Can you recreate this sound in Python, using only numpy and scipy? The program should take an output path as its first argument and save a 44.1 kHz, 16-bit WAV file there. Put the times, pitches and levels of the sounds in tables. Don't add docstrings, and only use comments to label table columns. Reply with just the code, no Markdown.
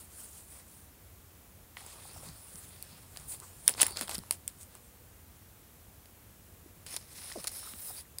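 import sys
import numpy as np
from scipy import signal
from scipy.fft import rfft, irfft, next_fast_len
from scipy.io import wavfile
from scipy.ndimage import uniform_filter1d

SR = 44100
rng = np.random.default_rng(int(sys.argv[2]) if len(sys.argv) > 2 else 0)


def file_out(sig):
    cols = np.atleast_2d(sig).T
    lim = np.clip(cols, -1, 1)
    pcm = np.round(lim * 32767).astype(np.int16)
    wavfile.write(sys.argv[1], SR, pcm)


def volts(x):
    e = np.asarray(x, float) / 20
    return 10 ** e


N = 361619

# f/Hz, bandwidth/Hz, level/dB
PORT_TOP = [(12500, 1380, -11), (14670, 1400, 1)]
PORT_WIDE = [(7730, 2300, -4), (9400, 980, 2.5), (10940, 780, -3.5)]
SHEET = [(2000, 650, -4), (2700, 290, 1), (3070, 650, -1.5), (4500, 1100, -1), (5400, 400, -0.5),
         (6400, 640, -10.5)]
COVER = [(420, 550, -1.5), (954, 577, 1.7), (1450, 536, -2.5)]


def snaps():
    # t/s, crack peak level/dB, sheet peak level/dB, sheet f/Hz light nail ticks and film
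    light_snaps = [(1.8064, -42, -50, 1600), (1.8638, -33.5, -56, 1500), (2.134, -40.5, -60, 2700),
                   (2.1707, -38, -62, 2500), (2.288, -42, -38.5, 5600), (2.5569, -34, -62, 3000),
                   (3.162, -48, -43, 2200), (3.1984, -40, -60, 2000), (3.4008, -31.5, -45.5, 4000),
                   (4.3115, -35, -49, 3000), (4.321, -30, -47, 3000), (4.3229, -33, -46, 3000),
                   (4.3247, -29, -54, 3000), (4.603, -43, -64, 2700), (4.6114, -41, -51, 4900),
                   (4.6227, -44, -63, 6500), (4.6309, -39, -48, 6800), (4.752, -35.5, -53, 1600),
                   (6.0571, -48, -46.5, 3600)]
    turning = [(3.749, -50, -50, 1500), (3.6877, -32, -24, 2800), (3.6935, -14, -43, 2500),
               (3.6968, -33, -47, 3000), (3.7384, -45, -34, 4800), (3.739, -60, -36, 6600),
               (3.7797, -42, -43, 1500), (3.8823, -29, -53, 2300), (3.908, -28.5, -47, 2980),
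               (3.9603, -44, -47, 2200), (3.971, -25, -29, 4500), (3.9712, -35, -28.5, 4500),
               (3.973, -33.5, -37, 2920), (3.993, -32, -35, 5000), (4.0109, -19.5, -37, 1100),
               (4.0121, -30, -26.5, 3200), (4.0192, -30, -43, 2110), (4.0227, -37, -47, 1000),
               (4.029, -41, -38, 3470), (4.033, -34, -60, 1700), (4.0754, -36, -41, 5200),
               (4.08, -34, -32.5, 2900), (4.0939, -25.5, -30, 2500), (4.1124, -27, -31.5, 3400),
               (4.1438, -35, -51, 6800), (4.1499, -34, -35, 3500), (4.1539, -40, -26, 5400),
               (4.1814, -26, -35, 5300), (4.1889, -32, -34.5, 4200), (4.236, -50, -57, 1600)]
    inserting = [(6.8642, -34, -41.5, 2500), (6.9416, -34, -40, 3000), (6.9676, -35, -29.5, 4300),
                 (6.971, -46, -34, 5300), (7.2444, -38, -56, 2500), (7.3008, -42, -45, 2500),
                 (7.323, -41, -32.5, 5740), (7.3852, -44, -42, 4000), (7.4469, -46, -43, 2000),
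                 (7.4754, -28, -27, 4500), (7.4816, -30, -34, 4470), (7.4936, -36, -47, 6100),
                 (7.6113, -46, -44, 5300), (7.629, -50, -59, 2000), (7.7361, -50, -42, 3300)]
    creasing = [(3.8008, -28, -24, 3000), (3.8091, -17, -24, 4300), (3.8102, -18, -30, 3000),
                (3.8122, -21, -29, 3000), (3.8136, -22, -32, 4000), (3.8146, -17, -26, 3000),
                (3.8153, -14, -26, 2800), (3.8178, -16, -28, 3000), (3.8203, -14, -24, 5000),
                (3.8225, -18, -29, 5000)]
    # f/Hz, bandwidth/Hz, level/dB
    port = [(7400, 2120, -2), (9800, 1340, 5), (11560, 1360, -26)]

    events = np.array(light_snaps + turning + inserting + creasing)
    crack_db, sheet_db, hz = events[:, 1:].T
    lifted_db = np.where(np.arange(len(events)) < len(light_snaps), -8.0, 0)
    pitch_db = 3.5 - 9.5 * np.log2(hz / 1500)
    cover_db = sheet_db + lifted_db + pitch_db - 0.44 * (sheet_db + 28)

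    bright = bursts(events, crack_db, modes=port, t60=0.0054, tail_db=-29.5, tail_t60=0.08,
                    spread_db=-2.5, gain_db=2.0, focus_db=35.0, reach=0.27)
    top = bursts(events, crack_db, modes=PORT_TOP, t60=0.0047, tail_db=-26.5, tail_t60=0.085,
                 spread_db=-1.5, gain_db=-7.0)
    sheet = bursts(events, sheet_db, modes=SHEET, t60=0.0054, tail_db=-29.5, tail_t60=0.049,
                   spread_db=0.0, gain_db=1.5, focus_db=13.5)
    cover = bursts(events, cover_db, modes=COVER, t60=0.004, tail_db=-20.0, tail_t60=0.058,
                   spread_db=4.5, gain_db=1.0)
    return bright + top + sheet + cover


def bursts(events, peaks_db, modes, t60, tail_db, tail_t60, spread_db, gain_db, focus_db=0., reach=4.0):
    t = np.arange(SR // 12) / SR
    shape = (len(events), len(t))
    spray = rng.standard_normal(shape) * volts(-60 * t / t60) * (1 - np.exp(-t / 0.000061))
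    spray += 5.0 * np.eye(1, len(t), round(SR / 5000))
    force = spray + volts(tail_db - 60 * t / tail_t60) * grains(4550, 2.255, size=shape)

    strengths_db = spread_db * rng.standard_normal((len(events), len(modes)))
    octaves_away = np.abs(np.log2(np.array(modes)[:, 0] / events[:, 3:]))
    nearness_db = -focus_db * np.minimum(octaves_away, reach)
    drives = [force * gain[:, None] for gain in volts(strengths_db + nearness_db).T]
    rings = body(drives, modes)
    rings *= (volts(peaks_db + gain_db) / np.abs(rings).max(axis=1))[:, None]

    out = np.zeros(N + len(t))
    for start, ring in zip(events[:, 0], rings):
        out[round(start * SR):][:len(t)] += ring
    return out[:N]


def pops():
    # f/Hz, bandwidth/Hz, level/dB
    NAIL = [(960, 380, -1.5), (1870, 330, 8), (3070, 760, -2), (4200, 1300, -25), (5500, 300, -18),
            (9260, 610, -29)]
    CORNER = [(2520, 230, -15), (4500, 420, -8.5), (5800, 220, -12), (8200, 690, -7), (9900, 600, -1),
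              (11900, 710, -1), (14200, 830, -6), (15400, 180, -7)]
    LIFT = [(1160, 280, -29.5), (2000, 1020, -21), (3230, 640, -12), (5480, 700, -14.5), (7540, 900, -21.5),
            (9570, 760, -1.5), (10620, 500, -17), (11850, 600, -13), (13760, 600, -17)]
    FOLD = [(651, 490, -21), (2900, 230, -17.5), (6650, 400, -10), (8850, 1150, 4.5), (14270, 820, -12),
            (15140, 400, -12.5)]
    REFOLD = [(1700, 620, -17), (3226, 1300, -7), (5200, 720, -8), (7060, 450, -23), (9400, 1900, -4),
              (11800, 460, -8.5), (13900, 340, -22), (15200, 690, -19)]
    SPINE = [(797, 380, -7.5), (1780, 370, -1), (2490, 220, -5), (3180, 380, -9.5), (4320, 320, -10),
             (5600, 330, -12), (6960, 800, -7.5), (8650, 240, -6), (10200, 560, 0), (15000, 760, -11)]
    SWING = [(1900, 370, -11), (3030, 440, -12), (5530, 330, -16), (7460, 540, -7), (9170, 470, -3),
             (10600, 530, 0), (14800, 340, -6.5), (15360, 220, -4)]
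    LANDING = [(450, 630, -17.5), (950, 260, -16.5), (2190, 600, -11.5), (4900, 1040, -7.5),
               (7000, 230, -18), (7600, 320, -23), (9500, 1800, -1), (12500, 500, -11), (14200, 830, -11)]
    SETTLING = [(2500, 640, -15), (3200, 800, -10.5), (4300, 760, -12), (5260, 600, -9), (6130, 600, -18),
                (8350, 2200, -1), (11500, 1300, -12), (13800, 1160, -5.5)]
    MOUTH = [(2200, 980, -13.5), (4600, 700, -6), (5450, 510, -5), (7060, 900, -6), (9630, 640, -1.5),
             (11400, 1200, -9), (14500, 1200, -12)]
    LAST = [(2300, 990, -17.5), (3600, 700, -14), (4900, 300, -3), (6500, 540, -12), (8300, 500, -7),
            (9600, 430, 0), (10300, 400, -3), (11000, 400, -2), (12100, 620, -7), (13400, 550, -7)]
    EDGE = [(700, 330, 0), (1500, 980, -7), (2800, 750, -2), (4500, 1100, 1), (6000, 1000, -3),
            (9500, 1400, -1), (14000, 1500, -9)]
    # t/s, peak level/dB, patch
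    buckles = [(1.7694, -29, NAIL), (2.8253, -22.5, CORNER), (3.1722, -25, EDGE), (7.3171, -32.5, NAIL),
               (7.4428, -22.5, EDGE), (3.6788, 1.5, LIFT), (3.8164, -3, FOLD), (3.819, -3.5, REFOLD),
               (3.8298, -7.5, SPINE), (3.8659, -13, SWING), (4.3095, -6, LANDING), (4.4785, -14, SETTLING),
               (6.9643, -17, MOUTH), (7.4717, -16.5, MOUTH), (7.476, -17.5, MOUTH), (7.479, -20, MOUTH),
               (8.1848, -23, LAST)]

    widening = 1.48
    out = np.zeros(N + SR)
    t = np.arange(SR // 12) / SR
    spray = volts(-21 - 60 * t / 0.007)
    tail = volts(-40.5 - 60 * t / 0.12)
    noises = rng.standard_normal((len(buckles), len(t)))
    for (start, peak_db, patch), noise in zip(buckles, noises):
        force = (t == 0) + (spray + tail) * noise
        ring = 0
        for hz, width_hz, db in patch:
            once = resonance(force, hz, widening * width_hz)
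            ring = ring + volts(db) * resonance(once, hz, widening * width_hz)
        out[round(start * SR):][:len(t)] += volts(peak_db) * ring / np.abs(ring).max()
    return out[:N]


def page():
    # peak t/s, rise/s, fall/s, pressure level/dB, weight on sheet and cover/dB
    strokes = [(3.665, 0.016, .03, -44, -10), (3.692, 0.016, 0.054, -38, -5),
               (3.818, 0.045, 0.055, -34.5, -1.1), (3.816, .008, 0.009, -31, -10),
               (3.87, 0.072, 0.089, -42.5, -3.5), (3.97, 0.015, 0.028, -42.5, -0.5),
               (3.99, .015, 0.022, -42, -3.5), (4.022, 0.023, .035, -38.5, -4),
               (4.116, 0.043, 0.03, -44, -1), (4.096, .005, .02, -46, -2), (4.148, .03, 0.024, -38, -4.5),
               (4.2, 0.11, 0.22, -59, -3), (4.323, .009, 0.041, -42.5, -7.5), (4.488, .015, 0.047, -56, -3),
               (4.55, .05, 0.38, -67, -15), (4.618, 0.052, .04, -50, -16), (4.757, 0.11, 0.057, -64, 0)]
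    bodies = [(PORT_WIDE, 0, 0), (PORT_TOP, -11.5, -.1), (SHEET, -.5, 1), (COVER, -1, 1.1)]
    return rubbing(strokes, bodies, flutter_db=0.55, patchy_db=2.4, per_s=5000, size_db=2.5, roundness=1.3)


def hands():
    # peak t/s, rise/s, fall/s, pressure level/dB, weight on sheet and cover/dB
    strokes = [(0.0, .05, 0.071, -49.5, -10.5), (0.21, .13, .11, -48, -12), (0.375, 0.094, 0.085, -50, -13),
               (0.56, .095, 0.08, -50, -9), (0.725, 0.07, .14, -55, -12), (1.78, 0.018, .9, -55.5, -0.5),
               (1.917, 0.18, 0.073, -57, -8), (2.07, 0.099, 0.036, -52.5, -8),
               (2.168, 0.066, 0.04, -53.5, -11.5), (2.254, .06, 0.067, -49, -5.5),
               (2.36, 0.074, 0.19, -57, -15), (2.58, .15, 0.15, -51, -11), (2.72, 0.089, 0.09, -60.5, -14),
               (2.87, 0.37, 0.29, -57.5, -1.5), (3.18, 0.095, .15, -53, -5),
               (3.312, 0.035, 0.06, -39.5, -18.5), (3.335, 0.029, .03, -54, -0.5),
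               (3.45, 0.21, 0.49, -56.5, -6.5)]
    bodies = [(PORT_WIDE, 0, 0), (PORT_TOP, -10.5, -.2), (SHEET, -1.2, 1), (COVER, -1.5, .9)]
    return rubbing(strokes, bodies, flutter_db=0.9, patchy_db=2.0, per_s=12000, size_db=0.3, roundness=2.07)


def card():
    # peak t/s, rise/s, fall/s, pressure level/dB, weight on pocket and cover/dB
    strokes = [(6.868, .006, 0.11, -46.5, -2.5), (6.935, 0.042, .055, -43.5, -4.5),
               (7.0, .05, 0.14, -57.5, -3), (7.18, 0.11, 0.32, -50, -5), (7.305, 0.19, 0.061, -46.5, -4),
               (7.415, 0.18, 0.19, -50, -6), (7.477, 0.0092, 0.037, -50, 3.5),
               (7.56, 0.059, 0.1, -43, -8.5), (7.68, 0.098, 0.095, -44, -9), (7.81, .07, .15, -47, -10.5),
               (7.9, 0.14, .05, -45.5, -14), (8.0, 0.12, 0.026, -44.5, -8.5)]
    # f/Hz, bandwidth/Hz, level/dB
    card_edge = [(8300, 1550, -4), (9770, 1030, 2.5), (11130, 1300, -3.5)]
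    # f/Hz, bandwidth/Hz, level/dB
    air_gap = [(2000, 860, -4), (4070, 940, -1), (5300, 650, 1.7), (6800, 1200, -6.5)]
    bodies = [(card_edge, 0, 0), (PORT_TOP, -16, -1.0), (air_gap, .7, 1), (COVER, -11, .2)]
    return rubbing(strokes, bodies, flutter_db=1.17, patchy_db=1.24, per_s=7000, size_db=1.0, roundness=1.7)


def rubbing(strokes, bodies, flutter_db, patchy_db, per_s, size_db, roundness):
    flutter, patches = drift(40), drift(9.9)
    weight_db = np.array(strokes)[:, 4]
    out = 0
    for modes, base_db, share in bodies:
        pressure = stroked(strokes, base_db + share * weight_db, roundness) * volts(flutter_db * flutter)
        slips = grains(per_s, size_db) * pressure
        drives = [slips * volts(patchy_db * np.roll(patches, rng.integers(N))) for _ in modes]
        out = out + body(drives, modes)
    return out


def knocks():
    # t/s, peak level/dB, f/Hz, t60/s
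    contacts = [(1.817, -42, 796, 0.027), (2.053, -37, 810, 0.023), (2.162, -35, 730, 0.021),
                (2.232, -36.5, 610, 0.024), (2.29, -41, 204, 0.037), (2.545, -40.5, 199, 0.06),
                (2.928, -42.5, 202, 0.07), (3.43, -50, 1210, .04), (3.815, -49, 500, 0.025),
                (3.83, -21, 320, 0.02), (3.908, -37, 400, .04), (4.012, -33, 290, 0.11),
                (3.42, -47, 400, .05), (4.09, -38, 700, .03), (4.182, -26.5, 213, 0.034),
                (4.672, -56, 606, .08), (6.66, -37, 332, 0.034), (7.356, -33, 860, 0.025),
                (7.3575, -30.5, 700, 0.065), (7.357, -32.5, 398, 0.08), (7.372, -32, 503, .04),
                (7.373, -35.5, 256, 0.09), (7.386, -39, 640, 0.061), (7.397, -43, 1200, .03),
                (7.4425, -46, 700, 0.034), (7.63, -41, 1500, 0.03), (7.655, -45, 1090, 0.05),
                (7.672, -38, 1310, 0.033), (8.052, -52, 1920, .03), (7.737, -39, 257, 0.045),
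                (7.7352, -42, 1200, .02), (7.898, -40, 450, 0.017)]
    out = np.zeros(N + SR)
    t = np.arange(SR // 5) / SR
    twins = rng.uniform(1.66, 1.8, len(contacts))
    for (start, db, hz, t60), twin in zip(contacts, twins):
        phase = 2 * np.pi * hz * (0.658 * t + 0.36 * 0.014 * (1 - np.exp(-t / 0.012)))
        shape = (1 - np.exp(-t / 0.00071)) * volts(-60 * t / max(t60, 0.01))
        i = round(start * SR)
        out[i:i + len(t)] += volts(db - 4.0) * shape * (np.sin(phase) + 0.15 * np.sin(twin * phase))
    return out[:N]


def sweep():
    # start t/s, stop t/s, f/Hz, bandwidth/Hz, level/dB
    gaps = [(3.86, 4.04, 4500, 690, -53), (1.775, 1.92, 830, 760, -64.5), (4.008, 4.052, 480, 670, -51),
            (3.957, 4.0, 2200, 1500, -56), (7.625, 7.7, 1150, 540, -57.5), (7.52, 7.74, 5330, 450, -57),
            (7.55, 7.8, 3860, 500, -63), (7.85, 8.015, 3800, 490, -61.5), (7.86, 7.93, 5050, 680, -57),
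            (7.95, 8.018, 4700, 580, -53.5), (7.53, 7.62, 11000, 1500, -48), (7.79, 7.92, 10800, 2000, -49),
            (3.775, 3.81, 1100, 700, -45), (3.405, 3.465, 1060, 640, -57), (7.895, 7.915, 630, 700, -50)]
    out = np.zeros(N)
    noises = rng.standard_normal((len(gaps), SR // 2))
    for (start, stop, hz, width_hz, db), noise in zip(gaps, noises):
        hiss = rms_one(resonance(resonance(noise, hz, width_hz), hz, width_hz))
        i, j = round(start * SR), round(stop * SR)
        out[i:j] += volts(db) * np.sqrt(np.hanning(j - i)) * hiss[i - j:]
    return out


def squeals():
    # start t/s, length/s, from f/Hz, to f/Hz, level/dB
    short_squeals = [
        (3.437, 0.22, 6450, 7300, -69),
        (3.535, .095, 9150, 9000, -63),
        (4.78, .13, 9100, 8900, -69),
        (4.813, 0.091, 8300, 8300, -71),
        (4.823, .095, 7700, 6700, -70),
        (4.67, 0.45, 475, 480, -70.5),
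    ]
    # t/s, f/Hz, level/dB
    first_whistle = [
        (2.36, 9500, -66),
        (2.372, 9550, -57),
        (2.388, 9500, -70.5),
        (2.399, 9900, -62),
        (2.43, 10200, -55),
        (2.455, 9900, -59),
        (2.475, 9500, -70),
        (2.487, 9300, -68),
    ]
    # t/s, f/Hz, level/dB
    whistle = [
        (2.487, 9300, -72),
        (2.53, 10300, -58),
        (2.572, 10650, -64),
        (2.605, 10720, -60),
        (2.635, 10200, -66),
        (2.66, 9950, -62),
        (2.72, 9950, -61),
        (2.734, 9620, -61),
        (2.755, 9400, -60),
        (2.79, 9400, -76),
    ]
    glides = []
    u = np.linspace(0, 1, 9)
    for start, span, from_hz, to_hz, db in short_squeals:
        arch_hz = (from_hz + (to_hz - from_hz) * u) * (1 + 0.045 * np.sin(np.pi * u))
        glides.append((start + span * u, arch_hz, db - 6 * (2 * u - 1) ** 2))
    glides += [np.transpose(first_whistle), np.transpose(whistle)]

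    out, t, wobble = np.zeros(N), np.arange(N) / SR, drift(60)
    for times, hz, db in glides:
        on = (t > times[0]) & (t < times[-1])
        pitch = uniform_filter1d(np.interp(t[on], times, hz), size=441) * (1 + 0.0016 * wobble[on])
        level = volts(np.interp(t[on], times, db) + 2.5 + 1.8 * wobble[::-1][on])
        out[on] += level * np.sin(2 * np.pi * np.cumsum(pitch) / SR)
    return out


def rumble():
    # peak t/s, rise/s, fall/s, level/dB
    leans = [
        (2.31, .25, 0.069, -51),
        (3.24, 0.85, 0.26, -58.5),
        (3.9, .6, 0.51, -56),
        (4.18, 0.08, .09, -50.5),
        (4.37, 0.13, .25, -63),
        (6.9, .3, 0.67, -59),
    ]
    band = signal.butter(2, [45, 160], "band", fs=SR, output="sos")
    low = signal.sosfilt(band, rng.standard_normal(N))
    weight = np.hypot(volts(-64.5), stroked(leans, 0, roundness=1.11))
    return weight * volts(2.22 * drift(30)) * rms_one(low)


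def room():
    # f/Hz, density level/dB
    spectrum = [(25, -41.5), (43, -4), (91, 4.5), (123, -15), (199, -9), (830, -16.5), (4800, -25.5),
                (14500, -19)]
    hz, db = np.transpose(spectrum)
    size = next_fast_len(N)
    f = np.maximum(np.arange(size // 2 + 1) * SR / size, 1)
    colour = volts(np.interp(np.log(f), np.log(hz), db))
    tone = irfft(rfft(rng.standard_normal(size)) * colour, size)[:N]
    return volts(-55.5) * rms_one(tone)


def rms_one(x):
    return x / np.sqrt(np.mean(x ** 2) + 1e-30)


def drift(rate):
    r = np.exp(-2 * np.pi * rate / SR)
    noise = rng.standard_normal(N + SR)
    return rms_one(signal.lfilter([1], [1, -2 * r, r * r], noise)[SR:])


def grains(per_s, size_db, size=N):
    sizes = volts(size_db * np.minimum(rng.exponential(1, size), 4)) * rng.standard_normal(size)
    return rms_one(sizes * (rng.random(size) < per_s / SR))


def resonance(x, hz, width_hz):
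    r = np.exp(-np.pi * width_hz / SR)
    zeros = np.array([1, 0, -1]) * (1 - r * r) / 2
    poles = [1, -2 * r * np.cos(2 * np.pi * hz / SR), r * r]
    return signal.lfilter(zeros, poles, x + 1e-18)


def body(drives, modes):
    click = np.eye(1, 2048)[0]
    energy, out = 0, 0
    for k, (drive, (hz, width_hz, db)) in enumerate(zip(drives, modes)):
        energy += np.sum((volts(db) * resonance(click, hz, width_hz)) ** 2)
        out = out + (-1) ** k * volts(db) * resonance(drive, hz, width_hz)
    return out / np.sqrt(energy)


def stroked(rows, offsets_db, roundness):
    t = np.arange(0, N + 64, 64) / SR
    peak, rise, fall, db = np.transpose(rows)[:4, :, None]
    before = (peak - t) / np.maximum(rise, 0.004)
    after = (t - peak) / np.maximum(fall, 0.004)
    away = np.where(t < peak, before, after)
    level_db = db + np.reshape(offsets_db, (-1, 1)) - 15 * away ** roundness
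    power = volts(2 * level_db).sum(axis=0)
    return np.interp(np.arange(N) / SR, t, np.sqrt(power))


def scene():
    friction = hands() + page() + card()
    mono = snaps() + pops() + friction + knocks() + sweep() + squeals() + rumble() + room()
    return np.tile(mono, (2, 1))


def band_limit(x):
    return signal.sosfilt(signal.butter(12, 16470, fs=SR, output="sos"), x)


def record(dry):
    low_pass = signal.ellip(10, 0.5, 38, 15780, fs=SR, output="sos")
    mix = signal.sosfilt(low_pass, np.clip(dry, -1, 1))
    return band_limit(mix)


dry = scene()
out = record(dry)
file_out(out)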